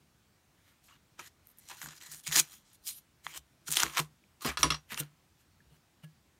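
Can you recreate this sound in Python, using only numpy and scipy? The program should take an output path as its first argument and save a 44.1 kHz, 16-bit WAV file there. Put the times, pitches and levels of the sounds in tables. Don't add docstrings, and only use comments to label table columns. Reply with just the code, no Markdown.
import sys
import numpy as np
from scipy import signal
from scipy.io import wavfile
from scipy.ndimage import uniform_filter1d

SR = 44100
rng = np.random.default_rng(int(sys.argv[2]) if len(sys.argv) > 2 else 0)


def unload_wav(signal):
    wavfile.write(
        sys.argv[1],
        SR,
        np.round(np.clip(np.atleast_2d(signal).T, -1, 1) * 32767).astype(np.int16),
    )


def amplitude_ratio(level_db):
    exponent = np.asarray(level_db, float) / 20
    return 10 ** exponent


N = 281799

# freq_hz, density_db [dB per Hz]
HUSH_SPECTRUM = [(15, -52), (25, -21.5), (70, -2), (166, -7.5), (317, -13), (363, -11.5), (416, -19),
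                 (607, -18.5), (1130, -19), (6380, -26), (16000, -32.5)]
HUSH_LEVEL_DB = -68.5

# peak_s, tape_level_db, climb_20db_s, drop_20db_s, wood_share_db
JERKS = [(.69, -74.5, .12, .14, 3), (1.197, -52, .014, .05, 5), (1.709, -52, .02, .075, 3),
         (1.695, -51, .03, .03, -25), (1.819, -49, .01, .1, -3), (2.016, -52, .015, .09, -1),
         (2.068, -53, .05, .08, -7), (2.12, -47.5, .03, .06, -9), (2.268, -38, .007, .05, -5),
         (2.328, -33, .02, .08, -5), (2.53, -56, .127, .085, -6), (2.882, -38, .028, .06, -21),
         (2.85, -58, .015, .05, -22), (2.869, -43, .007, .05, -19), (2.909, -53, .03, .012, -4),
         (2.983, -60, .06, .022, -11), (3.25, -54, .014, .06, -6), (3.375, -43, .02, .016, -9),
         (3.684, -39, .008, .014, 0), (3.733, -38, .035, .025, -16), (3.708, -42, .01, .03, -18),
         (3.77, -32, .022, .025, -6), (3.8, -35, .012, .06, -8), (3.831, -38, .08, .04, 2),
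         (4.921, -50, .025, .07, 5), (4.977, -49, .008, .06, 8), (5.001, -35.5, .017, .013, -8),
         (5.408, -73, .035, .03, -2)]
# start_s, length_s, start_level_db, end_level_db, wood_share_db
DRAGS = [(.838, .045, -69, -70, -15), (.89, .075, -70, -78, 9), (1.23, .046, -61, -55.5, -4),
         (1.45, .07, -82, -81, -1), (1.589, .085, -69.5, -66, -8), (1.77, .04, -61, -57, -6),
         (1.865, .07, -57, -58, -1), (1.945, .04, -60, -57, -9), (2.236, .024, -60, -56, -14),
         (2.15, .06, -56, -62, -10), (2.357, .044, -26, -23.5, -10), (2.347, .008, -34, -34, -18),
         (2.413, .045, -45, -66, -6), (2.65, .105, -72, -66, -12), (3.27, .07, -61, -59, 4),
         (3.344, .026, -51, -51, 2), (3.24, .018, -64, -57, -8), (3.67, .012, -52, -42, -16),
         (3.778, .016, -43, -41, -4), (4.413, .006, -60, -58, 0), (6.034, .012, -72, -69, 9),
         (3.856, .045, -47, -55, 3), (3.9, .06, -57, -50, 0), (3.972, .027, -36, -34.5, 3),
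         (4.012, .07, -48, -80, -2), (4.422, .022, -46, -52, -2), (4.454, .041, -38, -41.5, 2),
         (4.5, .06, -48, -74, 11), (4.592, .033, -42.5, -49, -3), (5.018, .04, -58, -80, 2),
         (5.7, .068, -83, -77.5, 4)]
DRAG_CLIMB_S, DRAG_DROP_S = .012, .014
# start_s, flap_ring_hz, slip_spread_db
GRIPS = [(0, 2100, 1.5), (.87, 1200, 1.5), (1.22, 1900, 1.2), (1.44, 2100, 3.5), (1.6, 2100, 3.5),
         (1.69, 950, 2.5), (1.77, 1600, 2.2), (1.86, 1600, 3.3), (2.0, 1900, 3.2), (2.11, 1720, 2.4),
         (2.25, 2300, 2), (2.32, 1800, 2.2), (2.38, 2400, 2.2), (2.47, 3300, 2), (2.62, 3300, 2),
         (2.73, 2300, 2), (2.8, 2300, 1.4), (2.95, 2700, 1.4), (3.2, 2100, 1.4), (3.275, 2300, 1.8),
         (3.325, 3100, 2), (3.64, 1400, 1.8), (3.7, 3300, 1.8), (3.81, 1120, 2), (4.47, 2500, 2),
         (4.515, 1250, 2), (4.85, 2000, 1.8), (4.96, 2900, 1.6), (5.012, 1500, 2), (5.2, 2900, 2)]
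GRIP_FIZZ_DB = [1, -4, -2, 12, -2, -1, 0, -5, -6, 2, -1, -2, -4, 0, -12, 3, 1, 6, -4, 1, -5, 2, 1, -2, -8,
                -3, 1, 6, 0, 2]
SLIPS_PER_S, CLUMP_SHARE, FLAP_WIDTH_HZ = 5000, .5, 380
PATCH_DB, PATCH_S = 2.5, .04

# freq_hz, width_hz, level_db
WOOD = [(850, 340, -13), (1400, 1700, -1.5), (2400, 2700, -3.5)]
# freq_hz, width_hz, level_db
TAPE = [(3300, 1500, -4), (4100, 500, -1), (5000, 900, -3.5), (5900, 700, -1.5), (6800, 550, .5),
        (7600, 2000, -4)]
# freq_hz, width_hz, level_db
FIZZ = [(8750, 600, -0.5), (9700, 1200, 1), (11870, 2500, -1), (14300, 1700, -3.5)]

# start_s, peak_db, pitch_hz
PICKS = [
    (.8729, -52, 12300),
    (1.4712, -39, 13000),
    (1.4736, -48, 14600),
    (1.484, -51, 12000),
    (1.49, -44, 13500),
    (1.5738, -49, 12500),
    (1.5855, -38.5, 11800),
    (1.589, -47, 12000),
    (1.594, -47, 11500),
]
# start_s, level_db, pitch_hz, t60_s
TWINE_TICKS = [
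    (.925, -58, 2870, 0.11),
    (4.2391, -40.5, 2400, 0.0057),
    (5.604, -47.5, 1700, 0.017),
    (6.037, -49, 594, 0.063),
    (6.04, -58.5, 1680, 0.15),
]

# start_s, peak_db, floor_boom_share_db, top_board_share_db, top_board_hz
THUMPS = [(1.189, -64, -23, 14.5, 355), (1.833, -48, -9, -7, 304), (1.869, -52, -27, -1, 248),
          (2.084, -56, -10, -14, 264), (2.13, -56.5, -9.5, -4, 312), (2.28, -39.5, -11.5, -20, 240),
          (2.358, -42.5, -17.5, -1, 315), (2.379, -47.5, -20, 7, 353), (3.253, -56.5, -24, -4, 231),
          (3.368, -66, 12, -6, 250), (3.686, -42, -12, -4, 264), (3.829, -41, -6, 2, 331),
          (3.845, -46, -10, 10, 335), (3.991, -33, -20, -2.5, 347), (4.451, -34.5, -14, 7, 250.6),
          (4.473, -37.5, 1.5, 5, 258), (4.589, -46, 5.5, 4.5, 301), (4.632, -31, -2, 6, 284),
          (4.661, -34.5, -3.5, -2.5, 324), (4.706, -35.5, -10.5, -2.5, 285), (4.92, -48.5, -9, 6, 231),
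          (4.999, -35, -22, -3, 300), (5.655, -68, 12, -4, 250), (5.709, -53.5, -16, -11, 248),
          (6.034, -41, -31.5, -19.5, 280)]
# freq_hz, t60_s, rise_s
BENCH = [
    (151.1, 0.19, 0.011),
    (66.65, 0.2, 0.016),
    (464, 0.078, 0.0071),
]

# start_s, peak_db,
# dull_ring_hz, dull_over_bright_db
SNAPS = [(1.1939, -27, 1330, -1), (1.1965, -31, 2200, 6), (1.6883, -29.5, 3220, -13),
         (1.6978, -36, 4300, -10), (1.7036, -29, 3400, -16), (1.8166, -22, 1940, -4),
         (1.8288, -34, 1650, 11), (1.8428, -30, 1610, -14), (1.8598, -25, 1560, -2),
         (1.8702, -30, 1100, -12), (1.888, -29, 1570, -5), (2.0125, -38, 3400, 5), (2.0644, -34, 4170, -2),
         (2.1465, -28.5, 2800, -15), (2.1997, -37, 4140, -12), (2.2778, -13.5, 3950, -8.5),
         (2.308, -28, 1972, -4.5), (2.314, -21, 2143, -3), (2.3243, -17, 3300, 15),
         (2.3587, -10.5, 1772, -9), (2.3628, -3, 3540, -12), (2.3977, -5, 4400, -10),
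         (3.2667, -22, 2300, 30), (3.2665, -30, 1200, 30), (3.2666, -21, 3200, 30),
               (3.377, -25.5, 1590, -20), (3.7057, -21, 4180, -7), (3.717, -11, 3820, -30),
               (3.7244, -8, 1627, -30), (3.737, -16, 3630, 3), (3.744, -17, 4500, -8),
               (3.7566, -13, 4400, 0), (3.7615, -17, 4400, -7), (3.7704, -4, 3400, 3),
               (3.8027, -7.5, 3400, -4.5), (3.822, -13.5, 3200, 0), (3.8283, -13, 3400, -5),
               (3.8334, -3, 1500, -8), (3.865, -24, 1630, 5.5), (3.8982, -29, 2900, 6),
               (3.9926, -13, 3740, -15), (3.9809, -15, 4500, 3), (4.0007, -14, 3600, -2),
               (4.4098, -36.5, 4560, 14), (4.61, -22.5, 2600, -1.5), (4.9055, -31, 2460, 7),
               (4.9317, -29, 1890, 0), (4.9444, -21, 4100, -3), (4.9758, -20, 2880, 4),
               (5.035, -37.5, 4160, 11),
         (1.6784, -43, 3190.0, -3.0), (1.6821, -44, 3270.0, -13.0), (1.6859, -41, 3190.0, -19.0),
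         (1.6928, -37, 4570.0, -10.0), (1.7383, -41, 2800.0, -9.0), (1.7451, -42, 3360.0, -10.0),
         (1.7489, -40, 4570.0, -14.0), (1.7644, -44, 4350.0, -8.0), (1.7715, -41, 1380.0, -13.0),
         (1.7736, -40, 4570.0, -11.0), (1.784, -43, 3270.0, -6.0), (1.8308, -31, 1640.0, 6.0),
         (1.8609, -36, 1380.0, 3.0), (1.9685, -39, 3830.0, -3.0), (1.9837, -43, 4050.0, -1.0),
         (2.0025, -45, 1550.0, -14.0), (2.0055, -41, 4480.0, -15.0), (2.0141, -36, 3400.0, 2.0),
         (2.0715, -39, 3790.0, 1.0), (2.0996, -40, 3920.0, -10.0), (2.1173, -30, 4570.0, -20.0),
         (2.1366, -31, 4130.0, -4.0), (2.1591, -39, 3060.0, -11.0), (2.1639, -40, 4310.0, -20.0),
         (2.1764, -40, 4570.0, -22.0), (2.1942, -41, 1680.0, -20.0), (2.1961, -40, 4570.0, -20.0),
         (2.2367, -42, 4050.0, -10.0), (2.24, -40, 2580.0, -23.0), (2.2713, -24, 2370.0, -8.0),
         (2.2972, -29, 2410.0, -4.0), (2.3203, -22, 1380.0, -15.0), (2.3227, -22, 3920.0, -6.0),
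         (2.3277, -18, 2500.0, -8.0), (2.3482, -17, 2070.0, -7.0), (2.3698, -11, 1340.0, -11.0),
         (2.3753, -11, 1080.0, -14.0), (2.3776, -10, 3320.0, -12.0), (2.3861, -13, 2110.0, -3.0),
         (2.3885, -12, 2890.0, -7.0), (2.3931, -12, 4570.0, -9.0), (2.3944, -12, 4440.0, -12.0),
         (2.4003, -11, 4520.0, -9.0), (2.4029, -14, 4570.0, -9.0), (2.8676, -27, 4180.0, -18.0),
         (2.8919, -24, 2670.0, -14.0),
         (3.3162, -39, 1590.0, -9.0), (3.3754, -29, 1120.0, -10.0), (3.6646, -43, 4570.0, -9.0),
               (3.6713, -35, 2280.0, -3.0), (3.6903, -26, 1380.0, -18.0), (3.7016, -29, 3750.0, -9.0),
               (3.7071, -23, 1980.0, -15.0), (3.7097, -26, 2760.0, -15.0), (3.7149, -26, 3920.0, -13.0),
               (3.7193, -23, 3700.0, -13.0), (3.7221, -25, 3700.0, -9.0), (3.7262, -17, 4570.0, -13.0),
               (3.7321, -17, 3490.0, -12.0), (3.7389, -20, 4570.0, -17.0), (3.7411, -23, 2280.0, -9.0),
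               (3.7453, -28, 4570.0, -13.0), (3.7521, -29, 3830.0, -14.0), (3.7534, -28, 2370.0, -10.0),
               (3.7577, -27, 4570.0, -2.0), (3.7628, -24, 4570.0, -8.0), (3.7657, -22, 4480.0, -11.0),
               (3.773, -12, 3750.0, -3.0), (3.7771, -22, 2280.0, -4.0), (3.7797, -23, 3570.0, -5.0),
               (3.7891, -21, 3490.0, -3.0), (3.791, -22, 2370.0, -3.0), (3.7966, -17, 3270.0, -9.0),
               (3.7988, -12, 3360.0, -8.0), (3.8348, -20, 1850.0, 3.0), (3.8862, -33, 1210.0, 1.0),
               (3.9483, -34, 1550.0, -12.0), (3.9719, -21, 2840.0, -3.0), (3.9755, -17, 1120.0, -2.0),
               (3.9944, -20, 1210.0, 0.0), (4.4227, -33, 1030.0, -5.0), (4.4922, -24, 1720.0, 8.0),
               (4.4948, -23, 2020.0, 2.0), (4.909, -34, 2070.0, 16.0), (4.92, -28, 1290.0, -2.0),
               (4.9252, -30, 2020.0, 11.0), (4.9482, -36, 1420.0, 2.0), (4.9725, -33, 4570.0, -16.0),
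               (4.9773, -30, 1720.0, 5.0), (5.0012, -24, 3830.0, -11.0), (5.0034, -21, 3100.0, -11.0),
               (5.009, -28, 4130.0, 1.0)]
BRIGHT_HZ, BRIGHT_SPREAD_OCTAVES = 6400, .4
THIN_DB_PER_OCTAVE = 70
REBOUND = .35

# start_s, peak_db, brightness_db_per_octave, edge [0 flat to 1 on edge], chatter_share_db
KNOCKS = [
    (4.4475, -22, -5, 0.18, -10),
    (4.5722, -18.5, -2.5, 0.051, -12),
    (4.6308, -5, -1.1, 0.83, -20),
    (4.641, -30.5, -18.5, 0.4, -20),
    (4.7037, -14, -1, 0.028, -14),
    (4.72, -21, -3.5, .3, 0),
    (4.743, -27, -4, 0.15, 4),
]
# freq_hz, flat_level_db, edge_level_db, t60_s
TOOL = [(1093, -14, -10.5, 0.044), (1224, -9, -5.5, 0.044), (2110, -11, -18, .08), (2715, -1, -20.5, 0.04),
        (3380, -4, -8, 0.055), (5400, -3, -12, 0.05), (4150, -5, -23, 0.08), (4620, -15, -20.5, .14),
        (5800, -10, 11.5, 0.02), (5740, -7, -7.5, 0.13), (7950, -22, -19, .09), (9200, -9.5, -14, 0.045),
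        (9720, -24, -5, .11), (10860, -18.5, -29, .06)]
CHATTER_T60_S = .03
CLATTER_COUNT, CLATTER_DB, CLATTER_T60_S = 36, -23, .05

# freq_hz, width_hz, depth [0-1]
NOTCHES = [(4900, 130, 0.1), (10130, 550, 0.3)]
EDGE_HZ = 15900


def evened(x):
    return x / np.sqrt(np.mean(x ** 2) + 1e-20)


def add(mix, start_s, sound):
    part = mix[round(start_s * SR):][:len(sound)]
    part += sound[:len(part)]


def smooth_twice(x, span, axis=-1):
    return uniform_filter1d(uniform_filter1d(x, span, axis), span, axis)


def resonate(x, hz, width):
    return signal.lfilter(*signal.iirpeak(hz, hz / width, SR), x)


def follow(x, hz, width):
    turn = np.exp(2j * np.pi * np.cumsum(hz) / SR)
    r = np.exp(-np.pi * width / SR)
    baseband = signal.lfilter([(1 - r) ** 2], [1, -2 * r, r * r], x / turn + 1e-18)
    return 2 * (turn * baseband).real


def ring(hz, t60, rise, turn=0):
    t = np.arange(int(t60 * SR) + 9) / SR
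    return (1 - np.exp(-t / rise)) * amplitude_ratio(-60 * t / t60) * np.sin(2 * np.pi * (hz * t + turn))


def hush():
    frames, hz = N // 256 + 5, np.fft.rfftfreq(1024, 1 / SR)
    real, imaginary, patches = rng.standard_normal((frames, 513, 3)).T
    patches = evened(uniform_filter1d(uniform_filter1d(patches, 10, 0), 14, 1))
    f, db = np.transpose(HUSH_SPECTRUM)
    field_db = np.interp(np.log(hz + 1), np.log(f), db)[:, None] + 1.2 * patches
    spectra = (real + 1j * imaginary) * amplitude_ratio(field_db)
    noise = signal.istft(spectra, nperseg=1024, noverlap=768)[1][:N]
    return amplitude_ratio(HUSH_LEVEL_DB) * evened(noise)


def pull():
    t, power = np.arange(N) / SR, np.full((2, N), 1e-12)
    moves = [(s, 0, db, db, wood_db, climb, drop) for s, db, climb, drop, wood_db in JERKS]
    moves += [(*row, DRAG_CLIMB_S, DRAG_DROP_S) for row in DRAGS]
    for s, length, start_db, end_db, wood_db, climb, drop in moves:
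        corners = [s - 3 * climb, s, s + length + 1e-6, s + length + 3 * drop]
        on = slice(round(corners[0] * SR), round(corners[-1] * SR))
        db = np.interp(t[on], corners, [start_db - 60, start_db, end_db, end_db - 60])
        power[:, on] += amplitude_ratio(2 * (db + np.array([[0], [wood_db]])))
    return np.sqrt(power)


def body(slips, level, modes):
    patches = evened(smooth_twice(rng.standard_normal((len(modes), N)), round(PATCH_S * SR)))
    drives = slips * rng.standard_normal((len(modes), N)) * amplitude_ratio(PATCH_DB * patches)
    steady, played = np.zeros(N), np.zeros(N)
    for drive, (hz, width, db) in zip(drives, modes):
        steady += amplitude_ratio(db) * resonate(resonate(drive, hz, width), hz, width)
        played += amplitude_ratio(db) * resonate(resonate(drive * level, hz, width), hz, width)
    return played / np.std(steady)


def peel():
    tape, dull = pull()
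    s, flap_hz, spread_db = np.transpose(GRIPS)
    grip = np.searchsorted(s, np.arange(N) / SR, "right") - 1
    clumps = evened(smooth_twice(rng.standard_normal(N), 60))
    size_spread = np.minimum(rng.exponential(1, N), 4) + CLUMP_SHARE * clumps
    slips = amplitude_ratio(spread_db[grip] * size_spread) * (rng.random(N) < SLIPS_PER_S / SR)
    slips /= np.sqrt(uniform_filter1d(slips ** 2, 900) + 1e-9)

    flap_ring = follow(slips * rng.standard_normal(N), flap_hz[grip], FLAP_WIDTH_HZ)
    flap = amplitude_ratio(-3) * dull * evened(flap_ring)
    bench = amplitude_ratio(-17) * body(slips, dull, [(340, 120, -1), (152, 30, -2)])
    wood = amplitude_ratio(-0.5) * body(slips, dull, WOOD)
    paper = body(slips, tape, TAPE)
    threads = body(slips, tape * amplitude_ratio(np.array(GRIP_FIZZ_DB)[grip]), FIZZ)
    return flap + bench + wood + paper + threads


def room(x):
    t = np.arange(9000) / SR
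    taps = np.zeros(len(t))
    at = np.arange(60, len(t) - 20, 20)
    taps[at + rng.integers(0, 20, len(at))] = rng.choice([-1., 1.], len(at))
    low = signal.lfilter([.3], [1, -.7], taps)
    tail = low * amplitude_ratio(-60 * t / 0.18) + (taps - low) * amplitude_ratio(-60 * t / 0.084)
    return signal.fftconvolve(x, tail / np.linalg.norm(tail))[:N]


def picks():
    out = np.zeros(N)
    for s, db, hz in PICKS:
        add(out, s, amplitude_ratio(db + 7.5) * ring(hz, 0.0011, .00003))
    return out


def twine_ticks():
    out = np.zeros(N)
    for s, db, hz, t60 in TWINE_TICKS:
        add(out, s, amplitude_ratio(db) * ring(hz, t60, 0.0013))
    return out


def thumps():
    out, t = np.zeros(N), np.arange(4000) / SR
    for (s, db, boom_db, board_db, board_hz), turns in zip(THUMPS, rng.random((len(THUMPS), len(BENCH)))):
        for (hz, t60, rise), share_db, turn in zip(BENCH, (0, boom_db, board_db - 11), turns):
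            mode_hz = hz * (1 + .06 * (turn - .5))
            add(out, s, amplitude_ratio(db + share_db + 4.0) * ring(mode_hz, t60, rise, turn))
        add(out, s, amplitude_ratio(db + board_db + 1.5) * ring(board_hz, 0.1, 0.0071))
        scuff = evened(resonate(resonate(rng.standard_normal(len(t)), 300, 330), 300, 330))
        add(out, s, amplitude_ratio(db + board_db - 5.5 - 60 * t / 0.13) * (1 - np.exp(-t / 0.0022)) * scuff)
    return out


def snaps():
    out, threads = np.zeros(N), SNAPS
    for (s, db, low_hz, low_db), u in zip(threads, rng.random((len(threads), 3))):
        dull = 1 / (1 + amplitude_ratio(-low_db))
        bright = 1 - dull
        octaves = BRIGHT_SPREAD_OCTAVES * (u[2] - .5) - low_db / THIN_DB_PER_OCTAVE
        high_hz = BRIGHT_HZ * 2 ** octaves
        middle_hz = np.sqrt(low_hz * high_hz)
        rebound_s = (1 + u[0]) / 1200
        for late, gain in ((0, amplitude_ratio(db)), (rebound_s, amplitude_ratio(db) * REBOUND * u[1])):
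            add(out, s + late, gain * amplitude_ratio(3.5) * dull * ring(low_hz, 7.0 / low_hz, .0001))
            add(out, s + late, gain * amplitude_ratio(5.5) * bright * ring(high_hz, 8.5 / high_hz, .00005))
            add(out, s + late, gain * amplitude_ratio(-3) * bright * ring(12500, .0007, .00003))
            add(out, s + late, gain * amplitude_ratio(-1) * np.sqrt(dull) * ring(middle_hz, .0007, .00003))
    return out


def knocks():
    out, t = np.zeros(N), np.arange(3000) / SR
    small_hz = np.linspace(1000, 6400, CLATTER_COUNT) * rng.uniform(.95, 1.05, CLATTER_COUNT)
    for s, db, tilt_db, edge, chatter_db in KNOCKS:
        rings = np.zeros(7000)
        for hz, flat_db, edge_db, t60 in TOOL:
            t60 = min(t60, .14)
            mode_db = flat_db + (edge_db - flat_db) * np.clip(edge, 0, 1)
            gain = amplitude_ratio(db - 14 + mode_db + tilt_db * np.log2(hz / 3000))
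            add(rings, 0, gain * ring(hz, t60, .0002, rng.random()))
            twin_hz = hz * rng.uniform(0.95, 1.03)
            add(rings, 0, 1.2 * gain * ring(twin_hz, .7 * t60, 0.00013, rng.random()))
        for hz, (size, turn) in zip(small_hz, rng.random((CLATTER_COUNT, 2))):
            gain = amplitude_ratio(db + CLATTER_DB - 12 * size - 5 * edge + (tilt_db - 1.5) * np.log2(hz / 3000))
            add(rings, 0, gain * ring(hz, CLATTER_T60_S * (1 + turn), .0003, turn))

        taps = rng.standard_normal(len(t)) * (rng.random(len(t)) < .03) * amplitude_ratio(-60 * t / CHATTER_T60_S)
        chatter = signal.fftconvolve(rings, taps / np.linalg.norm(taps))[:len(rings)]
        add(out, s, rings + amplitude_ratio(chatter_db) * chatter)

        centre_hz, rise = 4500 * 2 ** (tilt_db / 4), 1 - np.exp(-t / 0.00014)
        crack, rattle = rng.standard_normal((2, len(t))) * rise
        crack = resonate(resonate(crack, centre_hz, 9000), centre_hz, 9000)
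        rattle = resonate(resonate(rattle, 0.28 * centre_hz, 5040), .6 * centre_hz, 5040)
        add(out, s, amplitude_ratio(db - 8 - .25 * chatter_db - 60 * t / 0.01) * crack)
        add(out, s, amplitude_ratio(db - 16 - 60 * t / 0.19) * rattle)
    return out


def scene():
    light_parts = signal.butter(3, 800, "high", fs=SR, output="sos")
    clicks = signal.sosfilt(light_parts, picks() + twine_ticks() + snaps())
    near = peel() + clicks + knocks()
    return (near + amplitude_ratio(-19.5) * room(near) + thumps() + hush())[None]


def roll_off(x):
    return signal.sosfilt(signal.butter(12, 16840, fs=SR, output="sos"), x)


def record(dry):
    x = signal.sosfilt(signal.butter(4, 42, "high", fs=SR, output="sos"), dry)
    for hz, width, depth in NOTCHES:
        x = x - np.clip(depth, 0, 1) * resonate(x, hz, width)
    band_limit = signal.firwin(511, EDGE_HZ, window=("kaiser", 9), fs=SR)
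    mix = signal.oaconvolve(x, band_limit[None], "same")
    return roll_off(mix)


dry = scene()
out = record(dry)
unload_wav(out)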